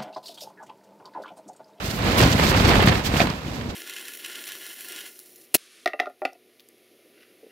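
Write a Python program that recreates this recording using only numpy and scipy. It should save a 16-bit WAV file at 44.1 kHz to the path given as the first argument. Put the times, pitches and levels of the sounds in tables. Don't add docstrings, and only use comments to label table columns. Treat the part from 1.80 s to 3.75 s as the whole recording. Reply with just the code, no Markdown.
import sys
import numpy as np
from scipy import signal
from scipy.fft import rfft, irfft, next_fast_len
from scipy.io import wavfile
from scipy.ndimage import uniform_filter1d

SR = 44100
rng = np.random.default_rng(int(sys.argv[2]) if len(sys.argv) > 2 else 0)


def put_to_file(sound):
    columns = np.atleast_2d(sound).T
    safe = np.clip(columns, -1, 1)
    whole_steps = np.round(safe * 32767)
    wavfile.write(sys.argv[1], SR, whole_steps.astype(np.int16))


def field_ratio(decibels):
    return 10 ** (np.asarray(decibels, dtype=float) / 20)


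N = 85995


def colour(x, points):
    hz, db = np.array(points, float).T
    f = np.maximum(np.fft.rfftfreq(8192, 1 / SR), 5)
    cepstrum = irfft(np.interp(np.log(f), np.log(hz), db) * np.log(10) / 20)
    cepstrum[1:4096] *= 2
    cepstrum[4097:] = 0
    response = irfft(np.exp(rfft(cepstrum)))[None, :4096]
    return signal.fftconvolve(x, response, axes=1)[:, :N]


def unit(x):
    return x / np.sqrt(np.mean(x ** 2))


def walk(rate):
    hold = int(SR / rate)
    steps = np.repeat(rng.standard_normal(N)[:N // hold + 1], hold)
    return 1.4 * uniform_filter1d(uniform_filter1d(steps, hold), hold)[:N]


# time in seconds, force on the panels in dB, creasing relative to it in dB.
GUSTS = [(0, -34, -2), (.17, -30.5, -4.5), (0.268, -20.5, -5.5), (.35, -28, 2.5), (.43, -15.5, -5),
         (0.521, -24, -2), (.62, -22, -2.5), (.75, -22.5, -2), (.9, -18, -5.5), (1.05, -23, -1.5),
         (1.1, -22.5, -3.5), (1.181, -23.5, -4.5), (1.23, -31, -4), (1.4, -27.5, 2), (1.5, -29, -5.5),
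         (1.6, -36.5, -3), (1.8, -32, -8), (1.95, -33, -11)]


def gust(col):
    g = np.array(GUSTS)
    return np.interp(np.arange(N) / SR, g[:, 0], g[:, col])


def creasing():
    return gust(1) + gust(2)


# frequency in Hz, level in dB per Hz.
PANEL_COLOUR = [(15, -31), (30, -14), (60, -3.5), (120, -7), (250, -8), (380, -15), (1100, -26.5),
                (2000, -74.5)]
DEEP_HZ, DEEP_FORCE_DB, DEEP_FOLLOWS = 75, -22, 0.17


def billow():
    rumble = unit(colour(rng.standard_normal((3, N)), PANEL_COLOUR))
    deep = signal.sosfiltfilt(signal.butter(2, DEEP_HZ, fs=SR, output="sos"), rumble)
    swell = field_ratio(DEEP_FOLLOWS * (gust(1) - DEEP_FORCE_DB))
    return (rumble - deep + deep * swell) * field_ratio(gust(1) + 1.6 * walk(20.28))


def edge(f, hz):
    return 1 - f ** 6 / (f ** 6 + hz ** 6. + 1e-9)


SIZE_EDGES_HZ = [0, 900, 2200, 5000, 8500, SR]
POP_S, TOGETHER = 0.01, 0.37


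def clicks(rate, spread_db):
    hit, size = rng.random((2, len(SIZE_EDGES_HZ), N))
    power = (hit < rate / SR) * field_ratio(-2 * spread_db * np.log(size + 1e-9))
    power = signal.lfilter([1], [1, -np.exp(-np.log(1e6) / (POP_S * SR))], power)
    f = np.fft.rfftfreq(N, 1 / SR)
    noise = rfft(rng.standard_normal((3, N)))
    out = np.zeros((3, N))
    for own, lo, hi in zip(power[1:], SIZE_EDGES_HZ, SIZE_EDGES_HZ[1:]):
        band = irfft(noise * (edge(f, hi) - edge(f, lo)), N)
        out += np.sqrt(TOGETHER * power[0] + (1 - TOGETHER) * own) * band
    return unit(out)


def bumps(rows):
    t, r = np.arange(N) / SR, np.array(rows)
    bells = .5 ** ((2 * (t - r[:, :1]) / r[:, 1:2]) ** 2)
    return np.sqrt((field_ratio(2 * r[:, 2:3]) * bells).sum(0))


# frequency in Hz, level in dB per Hz.
CREASE_COLOUR = [(150, -16.5), (500, -4), (1000, -5), (2500, -9), (4500, -19), (6000, -32), (8300, -32),
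                 (16000, -58)]
# time in seconds, length in seconds, level in dB.
SLAPS = [(.112, 0.0061, -56), (.196, 0.013, -31.5), (.28, 0.05, -31), (.389, 0.0051, -24),
         (.405, 0.0043, -14.5), (.436, 0.0074, -25), (.462, .015, -26), (.531, 0.0041, -26),
         (.599, 0.0056, -17.5), (.635, 0.024, -21.5), (.717, 0.0037, -19), (.751, 0.028, -24),
         (.802, 0.0092, -22.5), (.853, 0.013, -19), (.89, 0.0058, -19.5), (.927, 0.062, -19.5),
         (1.006, 0.014, -18.5), (1.031, 0.016, -20), (1.075, 0.0026, -12), (1.09, 0.012, -17.5),
         (1.124, 0.01, -21), (1.157, 0.01, -24.5), (1.145, 0.0083, -31.5), (1.195, 0.013, -29),
         (1.273, 0.0045, -28), (1.345, .007, -25), (1.37, .009, -23), (1.404, 0.0027, -19),
         (1.416, 0.016, -19.5), (1.473, 0.0059, -28), (1.502, 0.033, -32.5), (1.813, 0.0035, -32),
         (1.905, 0.0087, -37.5)]
CREASE_RATE, CREASE_SPREAD_DB, FLUTTER_DB = 1200, 1.5, -0.5
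SLAP_RATE, SLAP_SPREAD_DB = 2500, 2.5


def crackle():
    steady = unit(colour(clicks(CREASE_RATE, CREASE_SPREAD_DB), CREASE_COLOUR))
    steady = steady * field_ratio(creasing() + FLUTTER_DB * walk(30.1))
    slap = unit(colour(clicks(SLAP_RATE, SLAP_SPREAD_DB), CREASE_COLOUR))
    return steady + slap * bumps(SLAPS)


# frequency in Hz, level in dB per Hz.
SLIDE_COLOUR = [(1500, 5), (4000, 6.5), (8200, 0.5), (8800, -7.5), (10500, -6), (13000, -1), (14500, -7.5),
                (16000, -0.5)]
# time in seconds, length in seconds, level in dB, brightness in dB.
SWISHES = [(0.065, 0.049, -43.5, 2), (0.11, 0.014, -40.5, 2), (.15, 0.048, -43.5, 6),
           (0.283, 0.033, -51, 14), (0.32, 0.014, -42, 0), (0.387, 0.013, -28, 6.5),
           (0.409, 0.016, -36.5, -1.5), (0.437, 0.005, -33, -0.5), (0.511, 0.015, -40, 1),
           (0.53, 0.011, -39, -4.5), (0.596, 0.019, -40, 3), (0.644, 0.025, -38, -1),
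           (0.678, 0.024, -38, -1), (0.702, 0.021, -34.5, 3), (0.774, 0.021, -40.5, -2),
           (0.808, 0.02, -42, -0.5), (0.853, 0.009, -43.5, -8), (0.888, 0.024, -36.5, 0),
           (1.027, 0.0058, -37, 3), (1.064, .008, -38, 5), (1.084, 0.014, -39, -3.5),
           (1.263, 0.025, -37, 0), (1.341, 0.0048, -43, 10), (1.371, 0.0048, -35, 6),
           (1.412, 0.038, -43.5, -1.5), (1.473, 0.0058, -49, -2), (1.502, 0.0049, -49.5, -5),
           (1.68, 0.024, -60, -5), (1.754, 0.029, -53, -1), (1.86, .04, -61, 0), (1.196, 0.012, -61, -4),
           (1.902, 0.017, -55.5, -4.5)]
SLIDE_RATE, SLIDE_SPREAD_DB = 3800, 2
SLIDE_DB, SLIDE_FOLLOWS, SWISH_DB = -38, 0.95, 12


def slide():
    bed = field_ratio(SLIDE_DB + SLIDE_FOLLOWS * (creasing() + 30) + 2.2 * walk(20.12))
    friction = unit(colour(clicks(SLIDE_RATE, SLIDE_SPREAD_DB), SLIDE_COLOUR))
    highpass = signal.butter(4, SIZE_EDGES_HZ[4], "high", fs=SR, output="sos")
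    top = signal.sosfiltfilt(highpass, friction)
    r = np.array(SWISHES)
    bright = bumps(r) * field_ratio(SWISH_DB)
    dull = bumps(np.c_[r[:, :2], r[:, 2] - r[:, 3]]) * field_ratio(SWISH_DB)
    return top * np.hypot(bed, bright) + (friction - top) * np.hypot(bed, dull)


TICK_HZ = 175 * 2 ** np.arange(0, 5.1, .5)
TICK_RATE, TICK_SPREAD_DB, TICK_Q, TICK_DB = 66, 3, 1.23, -9


def ticks():
    hit, size, sign = rng.random((3, len(TICK_HZ), N))
    kicks = (hit < TICK_RATE / SR) * field_ratio(-TICK_SPREAD_DB * np.log(size + 1e-9)) * np.sign(sign - .5)
    rung = []
    for hz, kick in zip(TICK_HZ, kicks):
        ring = unit(signal.lfilter(*signal.iirpeak(hz, TICK_Q, fs=SR), kick))
        rung.append(ring * (hz / 1000) ** -.3)
    rung = np.array(rung)
    both = rung.sum(0)
    apart = rung[::2].sum(0) - rung[1::2].sum(0)
    return unit(np.array([both, both, apart])) * field_ratio(creasing() + TICK_DB)


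def rings(rows, cycles, sweep):
    out = np.zeros(N)
    for s, db, hz in rows:
        i = np.arange(int(s * SR) + 1, min(int((s + 4 * cycles / hz) * SR), N))
        c = (i / SR - s) * hz
        shape = (1 - np.exp(-c / 0.3)) * np.exp(-(c / cycles) ** 2)
        out[i] -= field_ratio(db) * np.sin(2 * np.pi * c ** sweep) * shape
    return out


# time in seconds, level in dB, pitch in Hz.
THUMPS = [(.0815, -22, 114), (.404, -39, 165), (.4155, -14, 158), (.4315, -19, 134), (.545, -14, 134),
          (.783, -13.5, 148), (.8775, -4, 169), (.981, -14, 128), (1.0748, -4, 176), (1.171, -15, 132),
          (1.291, -17.5, 147), (1.3385, -11, 237), (1.367, -13.5, 150), (1.4155, -10, 230),
          (1.44, -13.5, 293), (1.471, -24, 207), (1.5015, -17, 180), (1.79, -22, 158), (1.859, -20.5, 170)]
# time in seconds, level in dB, pitch in Hz.
MORE_THUMPS = [(0.0513, -26, 380), (.139, -24.5, 226), (0.2683, -22, 193), (0.311, -22, 272),
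               (0.3224, -17.5, 380), (0.3799, -14.5, 159), (0.408, -6, 315), (0.4386, -7, 123), (.46, -10.5, 274),
               (.476, -14.5, 273), (0.4823, -14.5, 161), (0.511, -11.5, 159), (0.5499, -9.5, 193),
               (.623, -13, 317), (.649, -10, 266), (.682, -14, 314), (0.697, -12, 113), (0.7164, -15, 320),
               (0.765, -13.5, 160), (0.806, -9, 231), (0.857, -11, 378), (0.8991, -15, 383), (.92, -11.5, 232),
               (0.9605, -12.5, 100), (1.0238, -12.5, 320), (1.045, -11, 226), (1.089, -28, 190),
               (1.098, -8.5, 150), (1.196, -17.5, 380), (1.271, -22, 190), (1.4002, -15, 230), (0.451, -11.5, 75),
               (.418, -14, 80), (1.08, -13, 90), (.846, -13, 95), (.042, -24, 95), (1.198, -17.5, 90),
               (1.662, -27, 270), (1.6826, -22, 273)]


def thumps():
    swings = rings(THUMPS + MORE_THUMPS, cycles=1.0, sweep=0.65)
    highpass = signal.butter(2, DEEP_HZ - 20, "high", fs=SR, output="sos")
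    low = signal.sosfiltfilt(highpass, swings)
    return field_ratio(6) * low * np.array([[1], [.3], [-.3]])


# time in seconds, level in dB, ring in Hz.
CRACKS = [
    (.4229, -21, 1200),
    (.452, -24, 885),
    (1.0857, -13, 3300),
    (1.397, -12, 1800),
    (1.4712, -19, 960),
    (1.4714, -22, 3570),
    (1.416, -13.5, 2300),
    (1.502, -20, 1220),
    (1.812, -43, 2420),
]
# time in seconds, level in dB, ring in
# Hz.
MORE_CRACKS = [(0.1126, -22, 3900), (0.223, -20, 4000), (0.269, -19, 1980), (0.281, -20, 1200),
               (0.387, -12, 2850), (.402, -17, 2380), (.4025, -16.5, 606), (0.409, -18, 2380),
               (.4121, -21, 2380), (0.4228, -16, 2830), (.5258, -20, 4760), (0.5912, -16, 1680),
               (0.624, -19, 2830), (.6664, -15, 2000), (0.6794, -19, 4000), (0.7506, -13, 1410),
               (0.7755, -13.5, 1680), (0.799, -17, 4760), (.8217, -18, 2400), (0.8496, -20, 4000),
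               (.8558, -26, 4000), (0.891, -16, 2380), (0.893, -10.5, 4760), (.9168, -16, 2000),
               (.924, -15, 990), (0.9411, -9.5, 1705), (0.992, -15.5, 830), (1.0993, -22, 4760),
               (1.157, -22, 4000), (1.173, -22, 2000), (1.2575, -23, 4760), (1.27, -22, 4000),
               (1.3445, -23, 2850), (1.3691, -14.5, 2860), (1.399, -21, 4760), (1.4177, -21, 4760),
               (1.5013, -26, 4700), (1.5084, -23, 1170), (1.5107, -27, 2830), (1.9049, -35, 2830)]
# time in seconds, level in dB, ring in Hz.
SINGING = [
    (1.0738, -12, 1190),
    (1.0742, -10, 2040),
    (1.4022, -9.5, 704),
    (1.4032, -8, 2400),
    (1.4035, -11, 3630),
    (1.4155, -15, 714),
]


def cracks():
    high = rings(CRACKS + MORE_CRACKS, cycles=2.8, sweep=1.0) + rings(SINGING, cycles=3.6, sweep=1)
    return high * np.array([[1], [.9], [.9]])


LAG_S, ALIKE_HZ, ALIKE_HIGH = 0.000416, 693, 0.017


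def ports(x):
    n = next_fast_len(N + 4096)
    f = np.fft.rfftfreq(n, 1 / SR)
    low = 1 / (1 + (f / ALIKE_HZ) ** 2)
    alike = np.clip(ALIKE_HIGH + (.96 - ALIKE_HIGH) * low, 0, 1)
    late = np.exp(-2j * np.pi * f * LAG_S * (1 - low))
    streams = rfft(x, n)
    common = streams[0] * np.array([late ** 0, late])
    return irfft(np.sqrt(alike) * common + np.sqrt(1 - alike) * streams[1:], n)[:, :N]


def scene():
    return ports(billow() + crackle() + slide() + ticks() + thumps() + cracks())


def band_limit(x):
    return signal.sosfilt(signal.butter(12, 15800, fs=SR, output="sos"), x)


# frequency in Hz, left minus right in dB.
PORT_COLOUR = [(60, -1.5), (300, -1), (700, -2), (1300, -5), (2400, -6), (4800, -11.5), (8000, -0.5),
               (15000, 3)]
LIMIT, TOP_HZ = 1.3, 15750


def record(dry):
    left = colour(dry[:1], [(hz, db / 2) for hz, db in PORT_COLOUR])
    right = colour(dry[1:2], [(hz, -db / 2) for hz, db in PORT_COLOUR])
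    rounded = LIMIT * np.tanh(np.vstack([left, right]) / LIMIT)
    lowpass = signal.butter(12, TOP_HZ, fs=SR, output="sos")
    return band_limit(signal.sosfiltfilt(lowpass, rounded))


dry = scene()
out = record(dry)
put_to_file(out)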